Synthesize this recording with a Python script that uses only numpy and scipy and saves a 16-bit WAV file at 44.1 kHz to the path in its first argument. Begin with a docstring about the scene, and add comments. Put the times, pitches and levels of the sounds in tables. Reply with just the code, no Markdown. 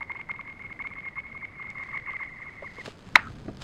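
"""A stone skips away over a thin frozen pond. Each bounce sends a bending wave through the ice that outruns
the sound in the air: a 2 kHz note and a falling chirp arrive first, and the tick of the contact cuts them off.
Feet shift, a sleeve swishes (thuds and grainy noise), and a second stone cracks onto the ice close by (swept
notes and noise), overloading the microphone. Low rumble and steady distant noise lie under it all."""
import sys
import numpy as np
from scipy import signal
from scipy.fft import rfft, irfft
from scipy.io import wavfile
from scipy.ndimage import map_coordinates

SR = 44100
rng = np.random.default_rng(int(sys.argv[2]) if len(sys.argv) > 2 else 0)


def unload_wav(signal):
    """Save mono or channel-first audio to the path in sys.argv[1] as 16-bit WAV at rate SR, clipped to [-1, 1]."""
    wavfile.write(
        sys.argv[1],
        SR,
        np.round(np.clip(np.atleast_2d(signal).T, -1, 1) * 32767).astype(np.int16),
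    )


N = 160083


def amp(db):
    """Decibels to gain."""
    return 10 ** (np.asarray(db) / 20)


def curve(x, table, axis=1):
    """Straight lines through one column of a table."""
    table = np.array(table, float)
    return np.interp(x, table[:, 0], table[:, axis])


def gain_at(hz, points):
    """Gain of a spectrum of (frequency [Hz], level [dB]) points, on a log frequency axis."""
    points = np.array(points, float)
    return amp(np.interp(np.log(np.maximum(hz, 1)), np.log(points[:, 0]), points[:, 1]))


def colour(x, points, keep_power=True):
    """Causal minimum-phase filter with the given spectrum, by folding the cepstrum."""
    size = 4096
    cepstrum = irfft(np.log(gain_at(np.fft.rfftfreq(size, 1 / SR), points)))
    cepstrum[1:size // 2] *= 2
    cepstrum[size // 2 + 1:] = 0
    response = irfft(np.exp(rfft(cepstrum)))
    if keep_power:
        response = response / np.sqrt(np.sum(response ** 2))
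    return signal.fftconvolve(x, response)


def noise(points):
    """Steady coloured noise of unit level."""
    return colour(rng.standard_normal(N), points)[:N]


def walk(count, rate_hz):
    """Smooth random drift with a spread near 1."""
    at = np.arange(count) * rate_hz / SR
    knots = rng.standard_normal(int(at[-1]) + 3)
    return map_coordinates(knots, [at], order=2, mode="nearest")


def fade(t60_s):
    """Exponential decay down to -60 dB."""
    t = np.arange(int(t60_s * SR) + 2) / SR
    return np.exp(-np.log(1000) * t / t60_s)


def burst(t60_s):
    """Dying white noise."""
    env = fade(t60_s)
    return env * rng.standard_normal(len(env))


def sine(hz):
    """A tone that follows a pitch curve."""
    return np.sin(2 * np.pi * np.cumsum(hz) / SR)


def add(out, at_s, x):
    """Mix x in from a given time on, trimmed to the scene."""
    i = int(round(at_s * SR))
    x = x[max(-i, 0):max(N - i, 0)]
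    out[max(i, 0):max(i, 0) + len(x)] += x


def scatter(x, t60_s):
    """A diffuse noise tail with about the same energy as the sound."""
    tail = burst(t60_s)
    return signal.fftconvolve(x, tail / np.linalg.norm(tail))[:N]


# wind and handling rumble: (time [s], level [dB])
RUMBLE_LEVEL = [(0, -59), (3.039, -56.5), (3.09, -46.5), (3.63, -45)]
# rumble spectrum: (frequency [Hz], level [dB])
RUMBLE_SPECTRUM = [(20, -7.5), (100, 1.5), (220, -3), (600, -22.5), (1500, -51)]
# distant noise spectrum: (frequency [Hz], level [dB])
AIR_SPECTRUM = [(30, -2), (150, 3.5), (400, -4.5), (1500, -11.5), (3000, -22), (4800, -27), (12000, -33.5),
                (16000, -39)]
AIR_DB = -52


def outdoors():
    """Steady distant noise, and a rumble that grows as the hand moves."""
    rumble_db = curve(np.arange(N) / SR, RUMBLE_LEVEL) + 0.77 * walk(N, 10)
    rumble = noise(RUMBLE_SPECTRUM) * amp(rumble_db)
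    air = noise(AIR_SPECTRUM) * amp(AIR_DB + .5 * walk(N, 4.3))
    return rumble + air


# ice along the path, thicker ice sings lower: (distance from listener [m], pitch [Hz], level [dB])
ICE_PATH = [(0, 1900, -7), (1, 2030, 3), (2.1, 2080, -6), (3.4, 2110, -1), (12, 2165, 1), (19, 2160, 1),
            (25, 2030, 2), (28, 1930, -1)]
LEAD_S_PER_M = .0017  # gain of the ice wave on the sound in the air
LOSS_DB_PER_M = 0.2767  # damping of the ice wave over that lead
NOTE_WOBBLE, NOTE_ROUGH_DB, NOTE_FUZZ = .012, 1.6, .11  # random pitch, level and fast amplitude


def ice_note(metres, detune):
    """Pitch follows the sheet: ice near the listener sounds first, ice under the stone last."""
    count = int(metres * LEAD_S_PER_M * SR)
    place_m = np.arange(count) / SR / LEAD_S_PER_M
    pitch_hz = curve(place_m, ICE_PATH) * (1 + detune + NOTE_WOBBLE * walk(count, 151.2))
    loss_db = LOSS_DB_PER_M * (metres - place_m)
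    level_db = curve(place_m, ICE_PATH, axis=2) - loss_db + NOTE_ROUGH_DB * walk(count, 298.5)
    fuzz = 1 + NOTE_FUZZ * walk(count, 1404.6)
    tone = sine(pitch_hz[::-1])[::-1]  # phase counted back from the tick
    return np.sqrt(2) * amp(level_db) * fuzz * tone, pitch_hz[0]


# chirp spectrum: (frequency [Hz], level [dB])
CHIRP_SPECTRUM = [(750, -22.5), (980, -5.5), (1170, 1), (1380, -7.5), (1580, -21), (1880, -3), (2200, -5)]
CHIRP_DB, CHIRP_PATCHY_DB, CHIRP_ATTACK_S = -9, 3.5, 0.00087
CHIRP_S_PER_M, DISPERSION = .0013, .6  # travel time at its first pitch; speed goes as pitch to this power


def ice_chirp(metres, count, note_hz):
    """Bending waves disperse: high pitches travel faster, so the pitch falls as they arrive."""
    t = np.arange(count) / SR
    falling_hz = note_hz * 1.1 * (1 + t / (metres * CHIRP_S_PER_M)) ** (-1 / DISPERSION)
    level = amp(CHIRP_DB + CHIRP_PATCHY_DB * walk(count, 307)) * gain_at(falling_hz, CHIRP_SPECTRUM)
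    return np.sqrt(2) * level * sine(falling_hz) * np.minimum(t / CHIRP_ATTACK_S, 1)


# stone path: (time [s], distance [m], level of the tiny contacts between bounces [dB])
STONE_PATH = [(0, 13.1, -52), (.82, 19, -53), (1.45, 22.8, -50), (2.15, 27, -46), (2.6, 29.5, -50),
              (2.95, 31, -58)]
UNDER_START_HZ, UNDER_END_HZ, UNDER_DB, UNDER_FADE_DB_PER_M = 849, 1037, -7.5, 3


def under_note(metres, count):
    """Lower rising note in the first half of the lead, fading with the stone's distance."""
    half = count // 2
    tone = sine(np.linspace(UNDER_START_HZ, UNDER_END_HZ, half)) * signal.windows.tukey(half, .5)
    level_db = UNDER_DB - UNDER_FADE_DB_PER_M * (metres - STONE_PATH[0][1])
    return np.sqrt(2) * amp(level_db) * np.pad(tone, (0, count - half))


# bounces: (time the tick arrives [s], note level [dB])
STONE_BOUNCES = [(.0303, -31), (.1201, -29.5), (.1733, -35.5), (.2149, -33), (.3156, -28), (.3642, -37),
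                 (.4123, -34.5), (.478, -41), (.5012, -38.5), (.528, -41.5), (.6235, -37.5), (.6661, -36.5),
                 (.7287, -37.5), (.8237, -30.5), (.8732, -30.5), (.9374, -37.5), (.9884, -37),
                 (1.0055, -40.5), (1.057, -40), (1.0871, -33), (1.192, -34.5), (1.2043, -34), (1.2687, -42),
                 (1.329, -42), (1.3769, -37.5), (1.4536, -35), (1.6267, -35), (1.6718, -38), (1.7132, -38),
                 (1.7842, -37), (1.808, -40.5), (1.838, -34.5), (1.9164, -37), (1.961, -36.5),
                 (1.9762, -29.5), (1.999, -37.5), (2.1075, -30), (2.121, -33), (2.1685, -32.5),
                 (2.2354, -30), (2.2615, -38.5), (2.3018, -45), (2.435, -38.5), (2.4968, -38), (2.597, -44),
                 (2.6786, -36.5), (2.8176, -38)]
# tick spectrum: (frequency [Hz], level [dB])
TICK_SPECTRUM = [(300, -3), (3000, 11), (4400, -9), (6000, -21), (16000, -48.5)]
TICK_DB = -6  # relative to the note
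CONTACT_COUNT, CONTACTS_PER_S, CONTACT_SPREAD_DB, CONTACT_DETUNE = 200, 70, 2, .03
SCATTER_DB, SCATTER_T60_S = -6, .09
BANK_DB, BANK_T60_S = -17, .3


def skipping_stone():
    """Bounces and a patter of contacts, ever farther off; flaws smear the chirps, banks scatter a little."""
    notes, chirps, ticks = np.zeros((3, N))
    for at, db in STONE_BOUNCES:
        add(ticks, at, amp([db + TICK_DB]))
    times = (np.arange(CONTACT_COUNT) + rng.uniform(-1, 1, CONTACT_COUNT)) / CONTACTS_PER_S
    spread_db = CONTACT_SPREAD_DB * rng.standard_normal(CONTACT_COUNT)
    levels_db = curve(times, STONE_PATH, axis=2) + spread_db
    detunes = CONTACT_DETUNE * rng.standard_normal(CONTACT_COUNT)
    calls = [(at, db, 0) for at, db in STONE_BOUNCES] + list(zip(times, levels_db, detunes))
    for at, db, detune in calls:
        metres = curve(at, STONE_PATH)
        note, first_hz = ice_note(metres, detune)
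        count = len(note)
        chirp = ice_chirp(metres, count, first_hz) + under_note(metres, count)
        start_s = at - count / SR  # ends at the contact's arrival in air
        add(notes, start_s, amp(db) * note)
        add(chirps, start_s, amp(db) * chirp)
    direct = notes + chirps + colour(ticks, TICK_SPECTRUM)[:N]
    smear = amp(SCATTER_DB) * scatter(chirps, SCATTER_T60_S)
    return direct + smear + amp(BANK_DB) * scatter(direct, BANK_T60_S)


# ticks of grit and clothing: (time [s], level [dB])
GRIT_TICKS = [(.197, -46), (1.703, -33), (1.836, -39), (2.133, -34.5), (3.154, -24), (3.571, -32.5)]
# grit spectrum: (frequency [Hz], level [dB])
GRIT_SPECTRUM = [(500, -10), (2000, 4), (4200, -1), (7000, -4.5), (11000, -18), (16000, -23)]
GRIT_T60_S = 0.0041


def grit_ticks():
    """Very short noise bursts, coloured."""
    grit = np.zeros(N)
    for at, db in GRIT_TICKS:
        add(grit, at, amp(db) * burst(GRIT_T60_S))
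    return colour(grit, GRIT_SPECTRUM)[:N]


# rustle of the thrower's clothes: (time [s], level [dB])
RUSTLE_LEVEL = [(1.6, -79), (1.85, -59.5), (2.05, -68), (2.6, -64), (2.79, -51.5), (2.845, -51),
                (2.86, -39), (2.94, -57), (3.28, -55.5), (3.588, -59.5), (3.625, -35)]
# cloth spectrum: (frequency [Hz], level [dB])
CLOTH_SPECTRUM = [(200, 5), (500, 3.5), (1500, 3), (3000, 0.5), (4500, -2), (7000, -5.5), (9500, -12.5),
                  (12000, -20.5), (16000, -21)]
CLOTH_GRAIN_DB, CRACKLES_PER_S, CRACKLE_DB = 3.5, 150, 13


def sleeve():
    """Rubbing cloth: noise with a grainy level and random single-sample crackles."""
    crackle = amp(CRACKLE_DB) * (rng.random(N) < CRACKLES_PER_S / SR)
    level_db = curve(np.arange(N) / SR, RUSTLE_LEVEL) + CLOTH_GRAIN_DB * walk(N, 400)
    rub = rng.standard_normal(N) * (1 + crackle) * amp(level_db)
    return colour(rub, CLOTH_SPECTRUM)[:N]


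# feet and hands: (time [s], level [dB], centre [Hz], t60 [s])
SOFT_THUDS = [(2.623, -30.5, 560, 0.048), (2.783, -36, 504, .04), (2.879, -28, 424, 0.025),
              (3.457, -33.5, 446, 0.034), (3.481, -26.5, 209.7, .12), (3.482, -31.5, 657, .06)]
THUD_ATTACK_S = 0.0012


def feet_and_hands():
    """Dull thuds: a decaying tone plus a noise scuff around the same centre."""
    thuds = np.zeros(N)
    for at, db, hz, t60_s in SOFT_THUDS:
        env = fade(t60_s)
        env = env * np.minimum(np.arange(len(env)) / SR / THUD_ATTACK_S, 1)
        scuff = colour(burst(t60_s), [(hz / 4, -12), (hz, 0), (hz * 2, -9), (hz * 20, -62)])
        add(thuds, at, amp(db) * env * sine(np.full(len(env), hz)))
        add(thuds, at, amp(db - 3) * scuff)
    return thuds


# short notes of the close strike: (time [s], length [s], start [Hz], end [Hz], level [dB])
STRIKE_NOTES = [(3.1552, 0.00577, 1700, 2570, 1.5), (3.1556, 0.00453, 1647, 1072, -3.5),
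                (3.1584, .0026, 4070, 3700, -9), (3.1606, .0085, 1224, 730, -12.5)]
# crack spectrum: (frequency [Hz], level [dB])
CRACK_SPECTRUM = [(60, -8), (250, -7.5), (700, 4), (2000, -5), (4000, -3.5), (7000, -19), (16000, -44)]
# sheet ring spectrum: (frequency [Hz], level [dB])
RING_SPECTRUM = [(200, -23), (1300, 5.5), (2200, 5), (3200, -11), (16000, -46)]
# echoes from the pond edges: (time [s], length [s], centre [Hz], level [dB])
EDGE_ECHOES = [(3.169, 0.0084, 1800, -26), (3.186, .014, 2000, -28.5), (3.17, 0.16, 1370, -44.5),
               (3.262, 0.024, 1330, -35.5)]
STRIKE_S = 3.156
CRACK_DB, CRACK_T60_S = -12, 0.031
RING_DB, RING_T60_S = -23.5, .2


def close_strike():
    """So near that note and chirp shrink to a few cycles in a crack; the sheet rings, its edges answer."""
    out = np.zeros(N)
    for at, length_s, start_hz, end_hz, db in STRIKE_NOTES:
        count = int(length_s * SR)
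        sweep = sine(np.geomspace(start_hz, end_hz, count))
        add(out, at, amp(db) * signal.windows.tukey(count, .7) * sweep)
    add(out, STRIKE_S, amp(CRACK_DB) * colour(burst(CRACK_T60_S), CRACK_SPECTRUM))
    add(out, STRIKE_S, amp(RING_DB) * colour(burst(RING_T60_S), RING_SPECTRUM))
    for at, length_s, hz, db in EDGE_ECHOES:
        count = int(length_s * SR)
        tone = sine(hz * (1 + 0.11 * walk(count, 700)))
        add(out, at, amp(db) * np.hanning(count) * tone * np.sqrt(2))
    return out


def scene():
    """Everything at one microphone."""
    thrower = grit_ticks() + sleeve() + feet_and_hands()
    return (outdoors() + skipping_stone() + thrower + close_strike())[None]


# microphone in its housing: (frequency [Hz], level [dB])
MIC_RESPONSE = [(20, 2), (5200, -2.5), (5700, -10.5), (6300, -3.5), (6900, -7.5), (7600, -6),
                (16000, -14.5)]
TOP_HZ = 15900


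def record(dry):
    """The housing notches the treble, the close strike clips, and the top is cut."""
    heard = colour(dry[0], MIC_RESPONSE, keep_power=False)[:N]
    clipped = np.clip(heard, -1, 1)
    top_cut = signal.ellip(8, .2, 70, TOP_HZ, fs=SR, output="sos")
    return signal.sosfilt(top_cut, clipped)[None]


dry = scene()
out = record(dry)
unload_wav(out)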